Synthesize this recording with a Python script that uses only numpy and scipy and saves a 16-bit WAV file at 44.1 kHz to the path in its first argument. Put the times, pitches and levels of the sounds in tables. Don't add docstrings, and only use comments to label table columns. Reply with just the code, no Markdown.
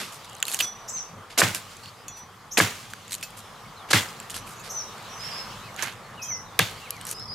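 import sys
import numpy as np
from scipy import signal
from scipy.fft import rfft, irfft, next_fast_len
from scipy.io import wavfile
from scipy.ndimage import uniform_filter1d, map_coordinates

SR = 44100
rng = np.random.default_rng(int(sys.argv[2]) if len(sys.argv) > 2 else 0)


def file_out(sig):
    cols = np.atleast_2d(sig).T
    lim = np.clip(cols, -1, 1)
    pcm = np.round(lim * 32767).astype(np.int16)
    wavfile.write(sys.argv[1], SR, pcm)


def volts_from_db(level):
    exponent = np.asarray(level, float) / 20
    return 10 ** exponent


N = 323694
CUT_RISE_S = 0.00082


def unit(x):
    return x / np.sqrt(np.mean(x ** 2) + 1e-20)


def along(points, hz):
    f, v = np.transpose(points)
    return np.interp(np.log(hz + 1), np.log(f + 1), v)


def filtered(x, response):
    m = next_fast_len(x.shape[-1] + 4096)
    spectrum = rfft(x, m) * response(np.fft.rfftfreq(m, 1 / SR))
    return irfft(spectrum, m)[..., :x.shape[-1]]


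def peak(f, hz, width_hz):
    return 1j * f * width_hz / (hz * hz - f * f + 1j * f * width_hz)


def wobble(rate_hz, size):
    knots = rng.standard_normal(int(size * rate_hz / SR) + 4)
    return map_coordinates(knots, [np.arange(size) * rate_hz / SR])


def add(out, start_s, x):
    seat = out[..., round(start_s * SR):][..., :x.shape[-1]]
    seat += x[..., :seat.shape[-1]]


def pair(size, alike):
    turn = np.arccos(np.clip(alike, 0, 1)) / 2
    mid, side = rng.standard_normal((2, size)) * [[np.cos(turn)], [np.sin(turn)]]
    side = filtered(side, lambda f: peak(f, 4200, 11600) / (1 + (f / 14000) ** 4))
    return np.array([mid + side, mid - side])


def crackle(size, colour, grain_db, alike):
    # mode_hz, width_hz, lift_db
    steel = [(460, 440, -7), (1530, 170, -7), (2080, 100, -7), (2760, 55, -12), (4300, 130, -14),
             (5680, 55, -16), (6730, 110, -3), (7290, 100, 1), (8300, 200, -8), (10200, 150, -11)]
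    jumps = volts_from_db(grain_db * (wobble(2500, size) + .6 * wobble(400, size)))
    bumps = rng.standard_normal(40)

    def response(f):
        ripple = volts_from_db(.6 * map_coordinates(bumps, [4 * np.log2(1 + f / 100)]))
        lift = 1 + sum(volts_from_db(db) * np.abs(peak(f, hz, width_hz)) ** 2 for hz, width_hz, db in steel)
        return colour(f) * ripple * lift

    return unit(filtered(jumps * pair(size, alike), response))


def rush(spectrum, patchy_db):
    # hz, left_right_likeness
    likeness = [(30, .6), (60, 0.95), (240, 0.92), (950, 0.881), (3770, 0.62), (15000, 0.57)]
    z = signal.stft(rng.standard_normal((2, N)), nperseg=512)[2]
    field = uniform_filter1d(rng.standard_normal(z.shape[1:]), size=6, axis=0)
    field = uniform_filter1d(field, size=12, axis=1)
    patchy = signal.istft(z * volts_from_db(patchy_db * unit(field)), nperseg=512)[1][:, :N]

    def response(f):
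        turn = np.arccos(np.clip(along(likeness, f), -1, 1)) / 2
        return volts_from_db(along(spectrum, f)) * [np.cos(turn), np.sin(turn)]

    mid, side = filtered(patchy, response)
    return unit(np.array([mid + side, mid - side]))


def trees(x):
    # hz, t60_s
    wood = [(500, 0.15), (3000, 0.23), (6000, 0.31), (12000, 0.38)]
    hz, t, z = signal.stft(rng.standard_normal((2, SR // 2)), SR, nperseg=256)
    tail = signal.istft(z * volts_from_db(-60 * t / along(wood, hz)[:, None]), SR, nperseg=256)[1]
    tail = tail / np.linalg.norm(tail[0])
    return signal.fftconvolve(np.pad(x, (300, 0))[None], tail, axes=1)[:, :N]


def background():
    # hz, db_per_hz
    hum = [(12, -41), (20, -19), (42, -1.5), (64, -28), (83, -2.5), (102, 3.5), (129, -1), (225, -3.5),
           (255, -10), (289, -10.5), (400, -20.5), (520, -57), (880, -120)]
    # hz, db_per_hz
    roar = [(180, -41), (300, -14), (328, -13), (455, -5), (573, -6.5), (649, -6.5), (768, -4), (951, -4),
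            (1180, -1), (1490, -8), (1690, -10), (1820, -10.5), (2210, -14), (2500, -19.5), (3250, -38),
            (5500, -120)]
    # hz, db_per_hz
    foliage = [(900, -32), (1800, -5), (3000, 2), (5000, -2.5), (8000, -12), (12000, -68)]
    # hz, db_per_hz
    hiss = [(3000, -58), (6000, 3.5), (11000, 0.5), (15500, -5.5), (16500, -25)]
    # time_s, roar_db
    road_curve = [(0, -47.5), (.9, -46), (1.7, -49), (3, -50), (3.85, -45.5), (4.6, -44), (5.5, -42.5),
                  (5.95, -45), (7.34, -46.5)]
    # time_s, level_db
    stir_curve = [(0, -44.5), (.4, -53), (.9, -53.5), (1.3, -57), (1.7, -49), (2.1, -56), (2.5, -57),
                  (3, -50.5), (3.45, -51.5), (3.85, -54), (4.2, -50.5), (4.6, -51), (5, -47), (5.5, -45),
                  (5.95, -53), (6.4, -56.5), (6.8, -46.5), (7.34, -57.5)]
    t = np.arange(N) / SR
    road_db = np.interp(t, *np.transpose(road_curve))
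    stir_db = np.interp(t, *np.transpose(stir_curve))
    hum_db = -54.5 + 0.086 * (road_db - road_db.mean()) + 0.87 * t
    hiss_db = -7 + stir_db.mean() + 0.78 * (stir_db - stir_db.mean())
    traffic = volts_from_db(hum_db) * rush(hum, patchy_db=1.9) + volts_from_db(road_db) * rush(roar, patchy_db=1.5)
    leaves = volts_from_db(stir_db - 0.1) * rush(foliage, patchy_db=2.5)
    return traffic + leaves + volts_from_db(hiss_db) * rush(hiss, patchy_db=1.6)


def strokes():
    # start_s, hold_s, t60_s,
    # level_db, brightest_hz
    cut_rows = [(0, 0.0065, 0.31, -33.5, 3700), (.588, 0.054, 0.15, -33.5, 5800),
                (1.375, 0.0022, 0.015, -28, 2000), (1.377, 0.035, 0.02, -19, 6200),
                (1.383, 0.0037, 0.022, -20.5, 7000), (1.545, 0.016, 0.13, -30, 6950),
                (2.572, 0.0034, .028, -15.5, 2760), (2.577, 0.016, 0.055, -20.5, 6370),
                (2.899, 0.00949, 0.077, -47, 8000), (3.226, 0.0067, 0.096, -35.5, 5950),
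                (3.886, 0.023, .02, -43.5, 2500), (3.918, 0.021, .03, -30.5, 5215),
                (3.9302, 0.002, 0.039, -13, 4400), (3.938, 0.04, 0.13, -22, 3570),
                (4.298, 0.0055, 0.18, -38, 6060), (5.829, 0.0052, 0.047, -29.5, 7000),
                (6.5916, 0.0014, 0.01, -10.5, 3400), (6.598, 0.0074, 0.37, -29, 3320),
                (0, 0.014, 0.36, -35.5, 160), (1.388, 0.019, 0.041, -22.5, 450),
                (2.579, 0.014, .02, -20.5, 480), (3.907, 0.0089, 0.033, -28, 650)]
    # start_s, stroke_s, level_db, brightest_hz
    rustle_rows = [(0.118, 0.038, -45, 7840), (.956, 0.037, -48, 3520), (1.296, 0.035, -46, 3670),
                   (1.7, 0.034, -49.5, 4300), (1.827, 0.062, -50.5, 4340), (2.163, .03, -52.5, 9000),
                   (2.72, 0.12, -48.5, 5740), (3.365, 0.028, -44, 9000), (4.34, 0.038, -36, 5440),
                   (4.455, 0.075, -47, 9000), (4.631, 0.0468, -43.5, 4640), (5.196, 0.2, -43.5, 2460),
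                   (5.768, 0.11, -34, 2290), (6.84, 0.027, -65, 4500), (7, 0.059, -50, 4040)]
    # start_s, stroke_s, level_db, brightest_hz
    scrape_rows = [
        (.455, 0.12, -37, 7500),
        (3.1, 0.061, -42, 7650),
        (3.9031, 0.0162, -22, 4630),
        (7.061, 0.071, -37, 9000),
    ]
    rows = [(s, CUT_RISE_S, hold_s, t60_s, db, hz) for s, hold_s, t60_s, db, hz in cut_rows]
    for s, d, db, hz in rustle_rows:
        rows.append((s, 0.22 * d, (1 - 0.22) * d, 0.033 + 1.96 * d, db, hz))
    for s, d, db, hz in scrape_rows:
        rows.append((s, 0.18 * d, (1 - 0.18) * d, 0.4 * d, db, hz))
    return rows


def brushing():
    # hz, db_per_hz
    leaf = [(120, -10), (200, 6), (448, 3.5), (1530, 8), (2130, 6), (2510, 6), (7410, -1.5), (11500, -0.5),
            (14600, -11), (16000, -58)]
    out = np.zeros((2, N))
    for s, rise_s, hold_s, t60_s, db, hz in strokes():
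        t = np.arange(SR // 2 if hold_s + t60_s > .15 else SR // 5) / SR
        stroke = np.minimum(t / rise_s, 1) * volts_from_db(-60 * np.maximum(t - rise_s - hold_s, 0) / t60_s)

        def colour(f):
            leaf_db = along(leaf, f)
            return volts_from_db(leaf_db - 8) + volts_from_db(.4 * leaf_db - 8 * np.log2((f + 50) / hz) ** 2)

        add(out, s, volts_from_db(db) * stroke * crackle(len(t), colour, grain_db=2.5, alike=0.69))
    return out


def ticks():
    # start_s, peak_db
    slips = [(.123, -33), (0.2954, -37), (0.35, -32.5), (0.3656, -41), (.401, -31), (0.452, -23),
             (0.515, -21.5), (.2453, -36), (.3092, -45), (.3292, -41), (0.382, -39), (0.4976, -29),
             (.508, -31), (.523, -26), (.528, -23.5), (.535, -22), (.557, -32), (0.567, -32), (0.583, -36),
             (0.593, -25), (.633, -33), (3.2347, -29), (3.3036, -38), (3.094, -36), (3.1218, -27),
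             (3.1257, -27), (3.138, -23.5), (3.181, -37), (4.226, -42), (4.232, -49), (4.303, -26),
             (0.679, -39), (3.079, -35), (3.108, -29.5), (3.3745, -38), (4.1996, -28.5), (4.3418, -26),
             (.143, -36), (.253, -41), (.291, -44), (0.345, -41), (1.767, -38), (6.71, -34), (1.834, -42),
             (7.163, -42), (3.21, -37), (3.402, -42), (4.66, -44), (4.98, -40), (5.026, -42),
             (5.207, -37.5), (5.742, -41), (5.8425, -33), (5.924, -42), (5.933, -45), (5.762, -31),
             (6.965, -38), (7.011, -29), (7.196, -38.5)]
    luck = np.exp(0.16 * np.clip(rng.standard_normal((len(slips), 2)), -2, 2))
    return [(s, db, 3300 * low, 7600 * high, -4.5) for (s, db), (low, high) in zip(slips, luck)]


def snaps():
    # start_s, peak_db, low_hz, high_hz, low_over_high_db
    fibres = [(0.4253, -10.5, 3000, 6700, 1.5), (0.467, -24.5, 3000, 8100, -11),
              (0.4802, -20, 2900, 9100, -5), (0.539, -18.5, 1940, 7740, 4),
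              (0.5435, -13.5, 2810, 6860, -3.5), (0.589, -18, 3113, 6540, 8), (0.6023, -14, 2580, 7290, 11),
              (0.606, -8, 3020, 10300, 5), (1.547, -18.5, 2600, 11500, -4), (1.8574, -34, 3020, 9000, 12),
              (2.081, -28, 3450, 6700, -12), (2.934, -24, 1800, 8300, 21), (3.119, -24, 4470, 6960, 1),
              (3.1294, -20, 3880, 8390, -4), (3.141, -21, 3700, 6960, 0), (3.149, -23, 4300, 11400, -12),
              (3.227, -22, 2480, 7440, 12), (4.365, -24, 1510, 8100, 0), (4.297, -31, 2500, 7100, 5),
              (4.474, -33.5, 2540, 7940, 5), (5.8229, -16.5, 1750, 6900, 1), (6.59, -9, 3530, 11500, 2),
              (6.905, -19.5, 1780, 11500, -18), (7.051, -27, 3920, 8000, -18),
              (7.067, -24, 3370, 9000, -27), (7.09, -27, 4470, 5720, -7), (7.1113, -19, 3420, 8340, -28)]
    lag_s = .0014
    out, t = np.zeros((2, N)), np.arange(SR // 20) / SR
    for s, db, low_hz, high_hz, low_db in fibres + ticks():
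        decay = volts_from_db(-60 * t / .005) + .2 * volts_from_db(-60 * t / .025)
        spike = pair(len(t), alike=.85) * decay + 2 * (t == 0)

        def response(f):
            low = peak(f, low_hz, 960) ** 2 + 0.36 * peak(f, 3100, 3600)
            high = peak(f, high_hz, 1500) ** 2 + 0.24 * peak(f, 6930, 3000) ** 2
            high = high + 0.82 * peak(f, 10850, 1400) ** 2 + 0.16 * peak(f, 4800, 10400) ** 2
            return volts_from_db(low_db) * low + high / (1 + (f / 12000) ** 4)

        snap = filtered(spike, response)
        add(out, s + lag_s, volts_from_db(db + 4.5) * snap / np.abs(snap.mean(0)).max())
    return out


def rattles():
    # start_s, hold_s, t60_s, level_db, mode_hz
    rows = [(0.598, .014, 0.026, -26, 3070), (1.382, .008, .03, -26, 7240), (1.383, .008, .025, -22, 5500),
            (2.572, 0.0029, 0.024, -14.5, 2730), (2.573, .005, 0.028, -21, 6870),
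            (3.908, 0.0069, .03, -30, 1530), (5.8245, .004, .02, -29, 6000),
            (6.59, 0.0019, 0.012, -13.5, 3460), (6.602, 0.014, 0.22, -29.5, 3550),
            (6.605, 0.013, 0.046, -32, 2740), (0.425, 0.0038, 0.024, -28, 1710),
            (.968, 0.011, .03, -48, 4100), (1.517, .004, .015, -40, 2010), (1.829, 0.063, .03, -48.5, 4420),
            (2.081, .01, 0.091, -39.5, 6700), (2.721, 0.0028, .015, -35, 1560),
            (1.416, .003, .015, -18, 2170), (3.952, 0.046, .08, -31, 3250),
            (3.957, 0.0096, 0.036, -26.5, 2130), (4.056, .004, .015, -39, 1700),
            (4.087, .004, .015, -38.5, 4960), (4.382, .008, .03, -49, 11100),
            (4.565, 0.061, .03, -52.5, 6600), (4.595, 0.024, .02, -50, 7300)]
    out = np.zeros((2, N))
    for s, hold_s, t60_s, db, hz in rows:
        t = np.arange(SR // 4 if hold_s + t60_s > .08 else SR // 10) / SR
        stroke = np.minimum(t / CUT_RISE_S, 1) * volts_from_db(-60 * np.maximum(t - hold_s, 0) / t60_s)
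        grains = crackle(len(t), lambda f: peak(f, hz, 460) ** 2, grain_db=0.5, alike=0.86)
        add(out, s, volts_from_db(db) * stroke * grains)
    return out


def blade():
    # start_s, ring_time_share, free_s, ring_db, jolt_db
    touches = [
        (0.4817, .85, .1, -60, -30),
        (0.609, 0.39, 0.022, -39, -20),
        (0.624, 0.4, .3, -22.5, -49),
        (2.081, 4.3, 0.15, -42.5, -44),
        (2.171, 0.6, .03, -60, -45),
        (3.23, 0.99, .05, -58.5, -32),
        (4.375, .6, .06, -49, -52),
        (4.56, 0.45, 0.031, -52, -49),
        (4.597, 0.63, .02, -58, -41.5),
        (5.827, 0.37, .02, -51.5, -30),
    ]
    # mode_hz, t60_s
    free_modes = [(3413, 0.6), (5922, 1), (14510, 0.19)]
    # mode_hz, level_db, t60_s
    gripped_modes = [(2595, -1.5, 0.1), (4390, -0.5, 0.058), (6700, -5, 0.036), (7240, -6, 0.12),
                     (9000, -5, 0.072), (9940, -8, 0.051), (11500, -11, .06)]
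    # time_s, width_s, gain_db
    main_nulls = [(.663, 0.0055, -12), (.712, 0.0059, -9), (.743, 0.0046, -24), (.779, 0.005, -23),
                  (0.851, 0.017, 2), (2.105, 0.0059, -7)]
    # time_s, width_s, gain_db
    low_nulls = [(.635, 0.0061, -23), (2.152, 0.013, -18), (2.225, 0.01, -4)]
    out, t = np.zeros(N), np.arange(SR) / SR

    def ring(hz, db, t60_s):
        return volts_from_db(db - 60 * t / t60_s) * (1 - np.exp(-t / 0.00083)) * np.sin(2 * np.pi * hz * t)

    def turned_db(s, nulls):
        return sum(db * np.exp(-((s + t - at_s) / width_s) ** 2 / 2) for at_s, width_s, db in nulls)

    for s, share, free_s, main_db, jolt_db in touches:
        short = min(share, 1)
        low_db = main_db - 6 + turned_db(s, low_nulls)
        mid_db = main_db + turned_db(s, main_nulls)
        high_db = -43 + 1.2 * (jolt_db + 33)
        swing = volts_from_db(-60 * np.maximum(t - free_s, 0) / 0.12)
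        free = zip(free_modes, (low_db, mid_db, high_db), (short, share, short))
        add(out, s, swing * sum(ring(hz, db, t60_s * life) for (hz, t60_s), db, life in free))
        gripped = zip(gripped_modes, rng.normal(0, 2, len(gripped_modes)))
        add(out, s, sum(ring(hz, jolt_db + db + luck_db, t60_s * short)
                        for (hz, db, t60_s), luck_db in gripped))
    return out


def blows():
    # start_s, knock_db, knock_hz, thump_db, shower_db
    bites = [
        (.6045, -28, 920, -46, -62),
        (1.417, -4, 1460, -18.5, -17),
        (2.6007, -0.5, 1684, -18.5, -16.5),
        (3.932, -3, 1674, -16, -16.5),
        (5.8265, -20, 1730, -57, -44),
        (5.8305, -25, 920, -43, -60),
        (6.5948, -4, 1710, -23.5, -24),
    ]
    # share_of_knock_hz, width_hz, level_db
    trunk = [(.27, 150, -4), (.68, 250, 1.5), (1, 85, 12), (1.35, 307, 2), (1.02, 450, -5), (2, 600, -2)]
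    # mode_hz, arrival_s, sharpness, level_db
    stem = [(106.7, 0.035, 8.6, 0.5), (167.4, 0.017, 6.7, 1), (250, 0.032, 11, -8.5),
            (314.6, 0.013, 3.6, -2.5), (360, 0.013, 1.8, -28), (105.5, 0.079, 5.7, -19.5)]
    # hz, db_per_hz
    shower_spectrum = [(150, -1), (250, -8), (444, -11), (723, -9), (802, -7.5), (1910, -6.5), (2090, -6),
                       (5160, -13), (7190, -15.5), (16000, -25.5)]
    out, t = np.zeros((2, N)), np.arange(SR // 2) / SR
    size = len(t)

    def swell(late_s, sharp):
        return (t / late_s * np.exp(1 - t / late_s)) ** sharp * volts_from_db(wobble(36, size))

    def bend(hz):
        return np.sin(2 * np.pi * hz * t + 0.33 * wobble(39, size))

    def fade(t60_s):
        stirring = 0.075 * volts_from_db(-60 * t / (4 * t60_s))
        return (volts_from_db(-60 * t / t60_s) + stirring) * np.minimum(t / 0.011, 1)

    for s, knock_db, knock_hz, thump_db, shower_db in bites:
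        second_hit = np.arange(size) == round(.0018 * SR)
        force = (t == 0) + 1.2 * second_hit + .05 * volts_from_db(-60 * t / .03) * rng.standard_normal(size)

        def wood_response(f):
            modes = sum((-1) ** k * volts_from_db(db) * peak(f, share * knock_hz, width_hz)
                        for k, (share, width_hz, db) in enumerate(trunk))
            return modes / (1 + 1j * f / 2000) ** 2

        knock = filtered(force, wood_response)
        thud = sum(volts_from_db(db) * swell(late_s, sharp) * bend(hz) for hz, late_s, sharp, db in stem)
        thud = thud + 0.1 * np.array([[1], [-1]]) * wobble(36, size) * thud
        add(out, s, volts_from_db(knock_db) * knock / np.abs(knock).max() + volts_from_db(thump_db - 5.5) * thud)

        shower = crackle(size, lambda f: volts_from_db(along(shower_spectrum, f)), grain_db=2.0, alike=0.61)
        dull = filtered(shower, lambda f: 1 / (1 + (f / 3500) ** 2))
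        t60_s = 0.34
        add(out, s, volts_from_db(shower_db) * (dull * fade(t60_s * 0.82) + (shower - dull) * fade(t60_s)))
    return out


def whistle(notes, trill_hz, depth, overtone_db):
    out = np.zeros(N)
    for note in notes:
        s, hz, db = np.transpose(note)
        t = np.arange(s[0], s[-1], 1 / SR)
        level_db = np.interp(t, s, db)
        flutter = np.sin(2 * np.pi * trill_hz * t + 1.3 * wobble(49.0, len(t)))
        flutter = flutter + .5 * wobble(312, len(t))
        phase = 2 * np.pi * np.cumsum(np.interp(t, s, hz) * (1 + depth * flutter)) / SR
        edge = np.clip(np.minimum(t - s[0], s[-1] - t) / 0.015, 0, 1)
        octave_db = overtone_db + 2 * (level_db - db.max()) + 3.1 * wobble(245, len(t))
        voice = np.sin(phase) + volts_from_db(octave_db) * np.sin(2 * phase)
        add(out, s[0], np.sqrt(2) * volts_from_db(level_db) * edge * voice)
    return out


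def near_bird():
    # start_s, start_hz, top_hz, length_s, level_db
    buzz = [
        (0.874, 5300, 6570, 0.052, -33),
        (2.509, 5400, 6500, 0.047, -29.5),
        (4.691, 5400, 6500, 0.0484, -30.5),
        (6.214, 5100, 6650, 0.048, -29.5),
    ]
    # start_s, start_hz, top_hz, length_s, level_db
    upper = [
        (.878, 6500, 7970, 0.048, -32.5),
        (2.525, 8000, 8700, 0.046, -47),
        (4.705, 7800, 8800, .04, -44),
        (6.232, 7600, 9000, 0.049, -49),
    ]
    # start_s, pitch_hz, level_db
    slurs = [
        (0.93, 6300, -28.5),
        (4.743, 6130, -28),
        (6.279, 6100, -27.5),
    ]
    # after_s, share_of_pitch, level_db
    slur_shape = [(0, .985, 5), (.015, 0.98, -1), (0.029, .995, 1.5), (0.047, 0.94, -2), (.06, .9, -5.5),
                  (.08, .81, -13)]

    def rises(rows):
        return [[(s, low_hz, db + 0.5), (s + 0.43 * d, top_hz * 0.97, db), (s + d, top_hz * .95, db - 20)]
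                for s, low_hz, top_hz, d, db in rows]

    falls = [[(s + after_s, hz * share, db + shape_db) for after_s, share, shape_db in slur_shape]
             for s, hz, db in slurs]
    call = whistle(rises(buzz), trill_hz=260, depth=.07, overtone_db=-14)
    call = call + whistle(falls, trill_hz=60, depth=.007, overtone_db=-21)
    return call + whistle(rises(upper), trill_hz=300, depth=.045, overtone_db=-21)


def far_singer():
    # start_s, length_s, top_hz, end_hz, level_db
    arch_rows = [
        (3.645, 0.03, 2240, 2080, -50),
        (5.625, .082, 2600, 2070, -51),
        (6.81, 0.078, 2830, 2040, -48),
        (6.906, 0.085, 2460, 2035, -50),
    ]
    # share_of_length, share_of_drop, level_db
    arch_shape = [(0, 0.775, -5), (.25, 0.94, 2), (.52, 0.9, -2), (.78, 0.37, -1), (.88, .1, 7),
                  (1, 0.12, 3)]
    # start_s, length_s, start_hz, end_hz, level_db
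    glide_rows = [
        (2.115, .065, 4550, 3450, -57),
        (3.76, 0.095, 4400, 3150, -51),
        (6.238, 0.07, 3200, 3235, -49),
        (6.972, .035, 4050, 4055, -51),
        (6.995, .06, 2750, 3230, -49),
        (7.05, .1, 5680, 5850, -48),
        (7.18, 0.07, 3750, 4350, -52),
    ]
    # time_s, pitch_hz, level_db
    steps = [
        [(6.165, 2850, -52), (6.188, 2950, -46), (6.2, 2560, -44), (6.25, 2500, -47), (6.265, 2500, -54),
         (6.278, 2530, -46), (6.293, 2510, -50)],
        [(6.294, 2560, -50), (6.312, 2160, -43), (6.33, 2030, -45), (6.372, 2050, -49), (6.425, 2000, -56)],
    ]
    arches = [[(s + part * d, end_hz + share * (top_hz - end_hz), db + shape_db)
               for part, share, shape_db in arch_shape] for s, d, top_hz, end_hz, db in arch_rows]
    glides = [[(s, a_hz, db), (s + d / 2, a_hz + 0.68 * (b_hz - a_hz), db - 3), (s + d, b_hz, db - 6)]
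              for s, d, a_hz, b_hz, db in glide_rows]
    return whistle(arches + glides + steps, trill_hz=30, depth=.012, overtone_db=-35)


def second_bird():
    # start_s, pitch_hz, climb_hz, level_db
    chirp_rows = [
        (5.086, 5740, 298, -39),
        (5.19, 5050, 478, -29),
        (5.305, 4950, 340, -28.5),
        (5.41, 4950, 302, -46),
        (7.139, 5020, 395, -31),
        (7.274, 4880, 350, -27.5),
    ]
    # after_s, share_of_climb, level_db
    chirp_shape = [(0, 0.016, -5), (0.028, 0.048, -7.5), (0.049, 0.614, -9.5), (.075, 1, -11),
                   (0.104, 0.95, -6)]
    chirps = [[(s + after_s, hz + share * climb_hz, db + shape_db) for after_s, share, shape_db in chirp_shape]
              for s, hz, climb_hz, db in chirp_rows]
    return whistle(chirps, trill_hz=75, depth=.014, overtone_db=-26)


def birds():
    near, far, second = near_bird(), far_singer(), second_bird()
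    direct = near * volts_from_db([[-4.2], [-4.1]]) + second * volts_from_db([[-6.3], [-2.4]]) + far * volts_from_db([[.1], [-.1]])
    return direct + trees(volts_from_db(-3) * near + volts_from_db(0.4) * second + volts_from_db(-7) * far)


def scene():
    # time_s, left_over_right_db
    place = [(0, -1.5), (.7, -2), (1.5, -1), (2.7, -.8), (4.2, 0), (5.2, -9), (5.8, -6), (6.4, -0.5),
             (7.34, .2)]
    pan = volts_from_db(np.interp(np.arange(N) / SR, *np.transpose(place)) * [[.5], [-.5]])
    knife = brushing() + snaps() + rattles() + blade() + blows()
    knife = pan * filtered(knife, lambda f: 1 / (1 + (84 / (f + 1)) ** 8))
    echo = volts_from_db(-19) * trees(knife.mean(0))
    return knife + echo + birds() + background()


def masked(x):
    # hz, level_db
    floor = [(9000, -32.5), (13000, -35), (16000, -38)]
    stft_set = dict(window="cosine", nperseg=2048, noverlap=1024)
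    hz, _, z = signal.stft(np.pad(x, ((0, 0), (882, 0))), SR, **stft_set)
    bands = (np.abs(z.mean(0)[:-1]) ** 2).reshape(32, 32, -1).mean(1)
    loudest = (bands[8:-1] + bands[9:]).max(0)
    heard = bands > loudest * volts_from_db(2 * along(floor, hz[16::32, None]))
    keep = np.repeat(heard, 32, axis=0) | (hz[:-1, None] < 6800)
    z = z * np.pad(keep, ((0, 1), (0, 0)))
    return signal.istft(z, SR, **stft_set)[1][:, 882:882 + N]


def low_pass(x):
    return signal.sosfilt(signal.butter(12, 16620, fs=SR, output="sos"), x)


def record(dry):
    rounded = dry / (1 + np.abs(dry / .97) ** 6) ** (1 / 6)
    mix = masked(filtered(rounded, lambda f: 1 / (1 + (f / 15850) ** 60)))
    return low_pass(mix)


dry = scene()
out = record(dry)
file_out(out)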